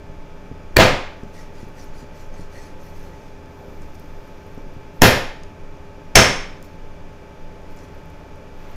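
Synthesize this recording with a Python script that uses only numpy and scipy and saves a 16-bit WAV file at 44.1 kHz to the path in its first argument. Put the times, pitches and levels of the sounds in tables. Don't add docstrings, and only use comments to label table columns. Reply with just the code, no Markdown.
import sys
import numpy as np
from scipy import signal
from scipy.fft import rfft, irfft
from scipy.io import wavfile
from scipy.ndimage import uniform_filter1d

SR = 44100
rng = np.random.default_rng(int(sys.argv[2]) if len(sys.argv) > 2 else 0)


def level_to_linear(level):
    exponent = np.asarray(level, float) / 20
    return 10 ** exponent


def to_wav(sig):
    pcm = np.clip(np.atleast_2d(sig), -1, 1) * 32767
    pcm = np.round(pcm).astype(np.int16)
    wavfile.write(sys.argv[1], SR, pcm.T)


N = 386302


def at_hz(points, hz):
    table_hz, value = np.array(points).T
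    return np.interp(np.log(hz + 1), np.log(table_hz), value)


def in_time(rows, column):
    rows = np.array(rows)
    return np.interp(np.arange(N) / SR, rows[:, 0], rows[:, column], left=-120, right=-120)


def rms_one(x):
    return x / np.sqrt(np.mean(x ** 2) + 1e-20)


def energy_one(x):
    return x / np.sqrt(np.sum(x ** 2))


def band(x, low_hz, high_hz):
    sos = signal.butter(2, [low_hz, min(high_hz, SR * .45)], "band", fs=SR, output="sos")
    return signal.sosfilt(sos, x)


def dying(count, t60):
    return level_to_linear(-60 * np.arange(count) / SR / t60)


def add(out, s, sound):
    at = round(s * SR)
    out[at:at + len(sound)] += sound[:N - at]


def coloured(spectrum, count):
    hz = np.fft.rfftfreq(count, 1 / SR)
    white = rng.standard_normal(count)
    return rms_one(irfft(rfft(white) * level_to_linear(at_hz(spectrum, hz)), count))


def wander(low_hz, high_hz):
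    return rms_one(band(rng.standard_normal(N + SR), low_hz, high_hz)[SR:])


def grains(per_s, spread_db):
    sizes = level_to_linear(spread_db * np.minimum(rng.exponential(1, N), 5)) * rng.choice([-1, 1], N)
    return rms_one(sizes * (rng.random(N) < per_s / SR))


def ring(push, modes):
    out = 0
    for hz, db, t60 in modes:
        r = level_to_linear(-60 / (t60 * SR))
        w = 2 * np.pi * hz / SR
        resonator = [1, -2 * r * np.cos(w), r * r]
        out = out + level_to_linear(db) * signal.lfilter([0, np.sin(w)], resonator, push + 1e-18)
    return out


def impact(spectrum, count):
    hz = np.fft.rfftfreq(count, 1 / SR)
    cepstrum = irfft(np.log(level_to_linear(at_hz(spectrum, hz))), count)
    cepstrum[1:count // 2] *= 2
    cepstrum[count // 2 + 1:] = 0
    return rms_one(irfft(np.exp(rfft(cepstrum)), count)) / np.sqrt(count)


# start_s, crunch_db, crunch_t60_s, worktop_thud_db, edge_entry_db
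BLOWS = [
    (0.7674, 12, 0.016, -8, -12.5),
    (5.019, 21, 0.011, -6.5, -17),
    (6.1549, 21.5, 0.022, -5.5, -23),
]
# frequency_hz, density_db_per_hz
CRUNCH_RIB = [(40, -5), (118, 3), (160, 3), (400, -4.5), (640, 0), (1330, -7.5), (2200, -6.5),
              (3500, -12.5), (7000, -20), (9000, -25.5), (16000, -19)]
CRUNCH_JOINT = [(40, -5.5), (120, 2.5), (300, -4), (560, 0), (1280, -11.5), (1800, -7), (3200, -14),
                (5400, -16.5), (8500, -27), (12000, -18), (16000, -28)]
CRUNCH_SPINE = [(40, -6.5), (170, 1.5), (320, -4.5), (500, -2), (1300, -9), (2100, -5), (4400, -15.5),
                (5500, -13), (7500, -19.5), (11000, -25.5), (16000, -32.5)]
# pitch_hz, level_db, t60_s
RING_RIB = [(383, -11.5, 0.023), (535, -18, 0.057), (680, -14.5, 0.022), (1810, -6.5, 0.015),
            (4456, -8, 0.008), (2357, -13.5, 0.022), (2900, -19.5, 0.015)]
RING_JOINT = [(260, -10, .05), (544, -13, .025), (904, -18, .05), (1810, -7, .022), (2600, -13, .015),
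              (3200, -11, .015), (5450, -13, .012), (6900, -13, .008)]
RING_SPINE = [(1780, -9, .015), (2280, -11, .04), (3200, -13, .02), (5330, -8, .025), (5450, -10, .03),
              (5400, -38, .45), (5510, -38, .5), (5560, -7, .03), (6280, -6, .04)]
# pitch_hz, level_db, t60_s
WORKTOP = [(28, 0.5, 0.14), (81.5, -1.5, 0.34), (117, 0, 0.29), (195.4, -10, 0.39), (253.7, -5.5, 0.087)]
# start_s, level_db, board_ring_db
REBOUNDS = [
    (0.7891, 21, -8.5),
    (5.036, 13.5, -18),
    (6.17, 6.5, -14),
]
# pitch_hz, level_db, t60_s
BOARD = [(323.8, -15.5, .08), (541.3, 1.5, 0.091), (605.4, -3.5, 0.23), (649, 1.5, 0.22),
         (723, -6.5, 0.055), (898, -11, 0.065)]


def blows():
    close, wide = np.zeros(N), np.zeros(N)
    count, entry_count = 16384, 200
    click = np.eye(1, count)[0]
    crunches = [CRUNCH_RIB, CRUNCH_JOINT, CRUNCH_SPINE]
    rings = [RING_RIB, RING_JOINT, RING_SPINE]
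    for blow, colour, modes, rebound in zip(BLOWS, crunches, rings, REBOUNDS):
        s, crunch_db, t60, thud_db, entry_db = blow
        back_s, back_db, board_db = rebound

        entry = coloured(colour, count)[:entry_count] * np.linspace(.25, 1, entry_count)
        add(close, s - entry_count / SR, level_to_linear(entry_db) * entry)

        splinters = energy_one(rng.standard_normal(count) * dying(count, t60))
        knock = impact(colour, count)
        crunch = signal.fftconvolve(splinters, knock)[:count]
        add(close, s, level_to_linear(crunch_db + 9) * crunch)

        blade = level_to_linear(-6) * ring(click, modes)
        add(wide, s, level_to_linear(crunch_db) * knock + blade)
        add(close, s, level_to_linear(16.5) * blade)

        push = signal.lfilter([.01], [1, -.99], click)
        add(close, s + .0055, -level_to_linear(thud_db) * ring(push, WORKTOP))

        add(wide, back_s, level_to_linear(back_db) * band(knock, 40, 7000))
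        board = level_to_linear(board_db) * ring(click, BOARD)
        add(close, back_s, board)
        add(wide, back_s, level_to_linear(-12) * board)
    return close + wide, wide


# start_s, length_s, scrape_db, wet_rustle_over_scrape_db
STROKES = [(1.323, 0.14, -53, -17), (1.53, 0.16, -57, -17), (1.746, 0.14, -54, -12),
           (1.93, 0.12, -54.5, -22), (2.128, .15, -57, -9), (2.32, 0.15, -56, -16),
           (2.506, 0.22, -52.5, -17), (2.788, 0.16, -60, 0), (2.932, 0.19, -58, -4), (3.1, 0.26, -64, -8),
           (3.808, 0.039, -59, -18), (3.932, 0.04, -68, -6), (3.98, .04, -66, -6), (4.93, 0.073, -72, 6),
           (6.635, .04, -60, 0), (7.69, 0.057, -68, 0), (7.765, 0.11, -59.5, -17), (8.351, .03, -72, -2),
           (3.52, 0.38, -79, 8)]


def stroke_levels():
    t, scrape, wet = np.arange(N) / SR, np.zeros(N), np.zeros(N)
    rise, fall, depth_db = .23, .4, 15
    for s, length, db, wet_db in STROKES:
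        part = (t - s) / length
        pace = np.clip(np.minimum(part / rise, (1 - part) / fall), -5, 1)
        gain = level_to_linear(db - depth_db * (1 - pace) ** 1.9)
        scrape += gain
        wet += level_to_linear(wet_db) * gain
    return scrape, wet


# pitch_hz, level_db, t60_s
BLADE = [(1930, 5, 0.037), (4430, 2, .02), (4900, 0, .02), (5490, -1, 0.015), (5940, -1, 0.016),
         (6370, -1, .025), (7000, -3.5, .02), (7770, -9, .025), (8950, -11, .02), (9600, -11.5, .02),
         (10200, -11, .02), (11400, -16, .015)]
# time_s, contact_db, drag_over_contact_db
CONTACT = [(1.1, -90, 8), (1.2, -72.5, 9.5), (3.35, -82, 15), (3.42, -84, 4), (3.5, -72, -5),
           (4.2, -67.5, 6), (4.9, -75, 11), (5.0, -89, 13), (6.6, -90, 8.5), (6.7, -72, 15),
           (6.85, -81.5, 15), (7.55, -80, 10), (7.75, -71, 12.5), (8.5, -77, 8), (8.62, -65, 10.5),
           (8.76, -65.5, 13)]


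def sawing():
    grit, catch = grains(3700, 2.8), wander(4, 25)
    patchy_db = .5 * catch
    linger = rms_one(uniform_filter1d(catch, size=2000))
    modes = 0
    for mode in BLADE:
        caught_db = 6 * np.roll(linger, round(mode[0] * 9))
        modes = modes + ring(grit * level_to_linear(caught_db), [mode])

    rub = rms_one(rms_one(band(grit, 4000, 6800)) + level_to_linear(-10) * rms_one(band(grit, 4700, 11000)))
    scrape = rms_one(rms_one(modes) + level_to_linear(-5 + patchy_db) * rub)
    rustle = rms_one(band(band(grains(6000, 3), 11500, 15000), 9000, 15500))
    slide = rms_one(band(grains(3000, 2.3), 800, 2500))

    stroke, wet = stroke_levels()
    contact = level_to_linear(in_time(CONTACT, column=1))
    drag = level_to_linear(np.maximum(in_time(CONTACT, column=2), -30))
    rustle_gain = level_to_linear(-6 + np.roll(patchy_db, SR)) * wet + level_to_linear(-6) * contact
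    slide_gain = level_to_linear(-6) * stroke + drag * contact
    return stroke * scrape + contact * rub + rustle_gain * rustle + slide_gain * slide


# start_s, peak_db
DULL_TICKS = [(1.2354, -46), (1.6394, -67), (3.4594, -51), (3.8202, -54), (3.8202, -44), (3.9529, -47),
              (4.5794, -50), (5.435, -37.5), (6.6268, -41), (7.7718, -43), (7.7894, -46), (7.888, -52),
              (8.0994, -54.5)]
# start_s, peak_db
BRIGHT_TICKS = [(1.1702, -63), (1.6861, -54), (1.8447, -45), (2.2694, -56), (3.459, -55), (3.8194, -56),
                (3.8794, -66), (3.9454, -48), (3.9554, -50), (3.9968, -43), (4.0604, -58), (4.2752, -50),
                (4.4294, -61), (4.4672, -53), (4.5194, -57), (4.5481, -53), (4.5794, -56), (4.7386, -56),
                (6.6268, -43), (7.6196, -61), (7.72, -60.5), (7.7643, -47), (7.8394, -59), (7.9488, -53),
                (8.0581, -51.5), (8.1025, -51), (6.647, -47), (8.3584, -55), (8.7141, -50)]


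def sticky_ticks():
    out, count = np.zeros(N), 600
    for events, hz in [(DULL_TICKS, 6200), (BRIGHT_TICKS, 12500)]:
        for s, db in events:
            burst = rng.standard_normal(count) * dying(count, .006)
            tick = band(burst, hz * .8, hz * 1.2)
            add(out, s, level_to_linear(db + 2.5) * tick / np.abs(tick).max())
    return out


# start_s, peak_db, centre_hz
KNOCKS = [(0.099, -28.5, 123), (0.514, -23, 245), (1.233, -24.5, 227), (1.63, -25.5, 206),
          (2.029, -29, 238), (2.395, -27, 169), (3.808, -30.5, 192), (4.041, -32, 292), (4.577, -25, 257),
          (4.665, -30, 227), (4.766, -29, 131), (6.539, -34, 139.2)]


def soft_knocks():
    out = np.zeros(N)
    push = signal.lfilter([.1], [1, -.9], np.eye(1, 4096)[0])
    for s, db, hz in KNOCKS:
        knock = ring(push, [(hz, 0, .05), (hz * 1.7, -3, .04), (hz * .6, -3, .05)])
        add(out, s, level_to_linear(db - 2) * knock)
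    return out


# time_s, level_db
WEIGHT = [(1.2, -68), (1.35, -57), (3.0, -47), (3.5, -52.5), (3.68, -42), (3.85, -56), (4.05, -59),
          (4.9, -56), (5.0, -85), (7.4, -79.5), (7.55, -48), (8.4, -54), (8.76, -43.5)]


def rolling_weight():
    shift = rms_one(band(grains(600, 2.8), 150, 630))
    return level_to_linear(in_time(WEIGHT, column=1) - 3.5) * shift


# frequency_hz, t60_s
ROOM_T60 = [(60, 0.4), (250, 0.42), (1000, 0.54), (3000, 0.54), (7000, 0.44), (14000, 0.29)]


def kitchen(x):
    count, build_s, echo = SR, .0081, 0
    white = rng.standard_normal((2, count))
    edges = 30 * 2 ** np.arange(0, 9.6, .5)
    for k, (low, high) in enumerate(zip(edges, edges[1:])):
        t60 = at_hz(ROOM_T60, np.sqrt(low * high))
        echo = echo + band(white[k % 2], low, high) * dying(count, t60)
    echo = echo * (1 - np.exp(-(np.arange(count) / SR / build_s) ** 2))
    return signal.fftconvolve(x, energy_one(echo))[:N]


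# pitch_hz, rms_db
HUM = [(57.8, -56), (86.1, -48.5), (166.9, -51.5), (290.7, -54.5), (403.7, -51), (522.2, -59), (576.0, -60),
       (866.7, -52.5), (899.0, -61), (1098, -65), (1270, -62.5), (1384, -72), (1502, -72.5), (1561, -64),
       (1733, -66), (2309, -67), (2331, -65), (2449, -67.5), (2541, -70), (2681, -73.5), (3235, -73),
       (3348, -72.5), (3580, -75), (4910, -73.5)]


def fridge():
    t, waver = np.arange(N) / SR, wander(.59, 5)
    hum = np.zeros(N)
    for hz, db in HUM:
        level_db = db + 1.5 + .39 * np.roll(waver, round(hz * 50))
        hum += level_to_linear(level_db) * np.sin(2 * np.pi * (hz * t + rng.random()))
    return hum


# frequency_hz, density_db_per_hz
AIR = [(26, -30.5), (45, 0.5), (141, -5), (171, -5), (371, -11), (405, -7.5), (434, -11), (585, -8.5),
       (817, -18), (877, -14.5), (974, -17.5), (1290, -20.5), (3000, -28), (3900, -62), (6600, -120)]
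# frequency_hz, density_db_per_hz
HISS = [(1760, -23), (3000, -15.5), (3480, -5), (3750, -8.5), (4730, -9), (5880, -8), (7000, -12.5),
        (8000, -20.5), (13700, -22), (16000, -29)]


def room_noise():
    return level_to_linear(-43) * coloured(AIR, N) + level_to_linear(-62.5) * coloured(HISS, N)


# peak_s, level_db
JOLTS = [(.17, -41), (.77, -21), (1.46, -33), (1.92, -33), (2.3, -42), (2.98, -44), (3.89, -30),
         (4.19, -41.5), (4.65, -31.5), (5.02, -18), (5.64, -49.5), (6.169, -18.5), (6.54, -35), (6.78, -54),
         (7.3, -60.5), (8.7, -41)]


def rumble():
    level, count = np.full(N, level_to_linear(-37.5)), SR
    rise_s, t60_s = .03, .59
    swell = (1 - np.exp(-np.arange(count) / SR / rise_s)) * dying(count, t60_s)
    for s, db in JOLTS:
        add(level, s - rise_s, level_to_linear(db) * swell / swell.max())
    return level * rms_one(band(wander(9.5, 20), 4.8, 27))


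def scene():
    hits, wide = blows()
    handling = sawing() + sticky_ticks() + soft_knocks() + rolling_weight()
    echo = level_to_linear(4.5) * kitchen(wide + level_to_linear(-15) * handling)
    background = fridge() + room_noise() + rumble()
    return (hits + handling + echo + background)[None]


def band_limit(x):
    return signal.sosfilt(signal.butter(12, 16290, fs=SR, output="sos"), x)


def record(dry):
    knee, ceiling, cutoff_hz = 12, .95, 15900
    clipped = dry / (1 + np.abs(dry / ceiling) ** knee) ** (1 / knee)
    cut = signal.sosfilt(signal.cheby2(10, 22, cutoff_hz, fs=SR, output="sos"), clipped)
    return band_limit(cut)


dry = scene()
out = record(dry)
to_wav(out)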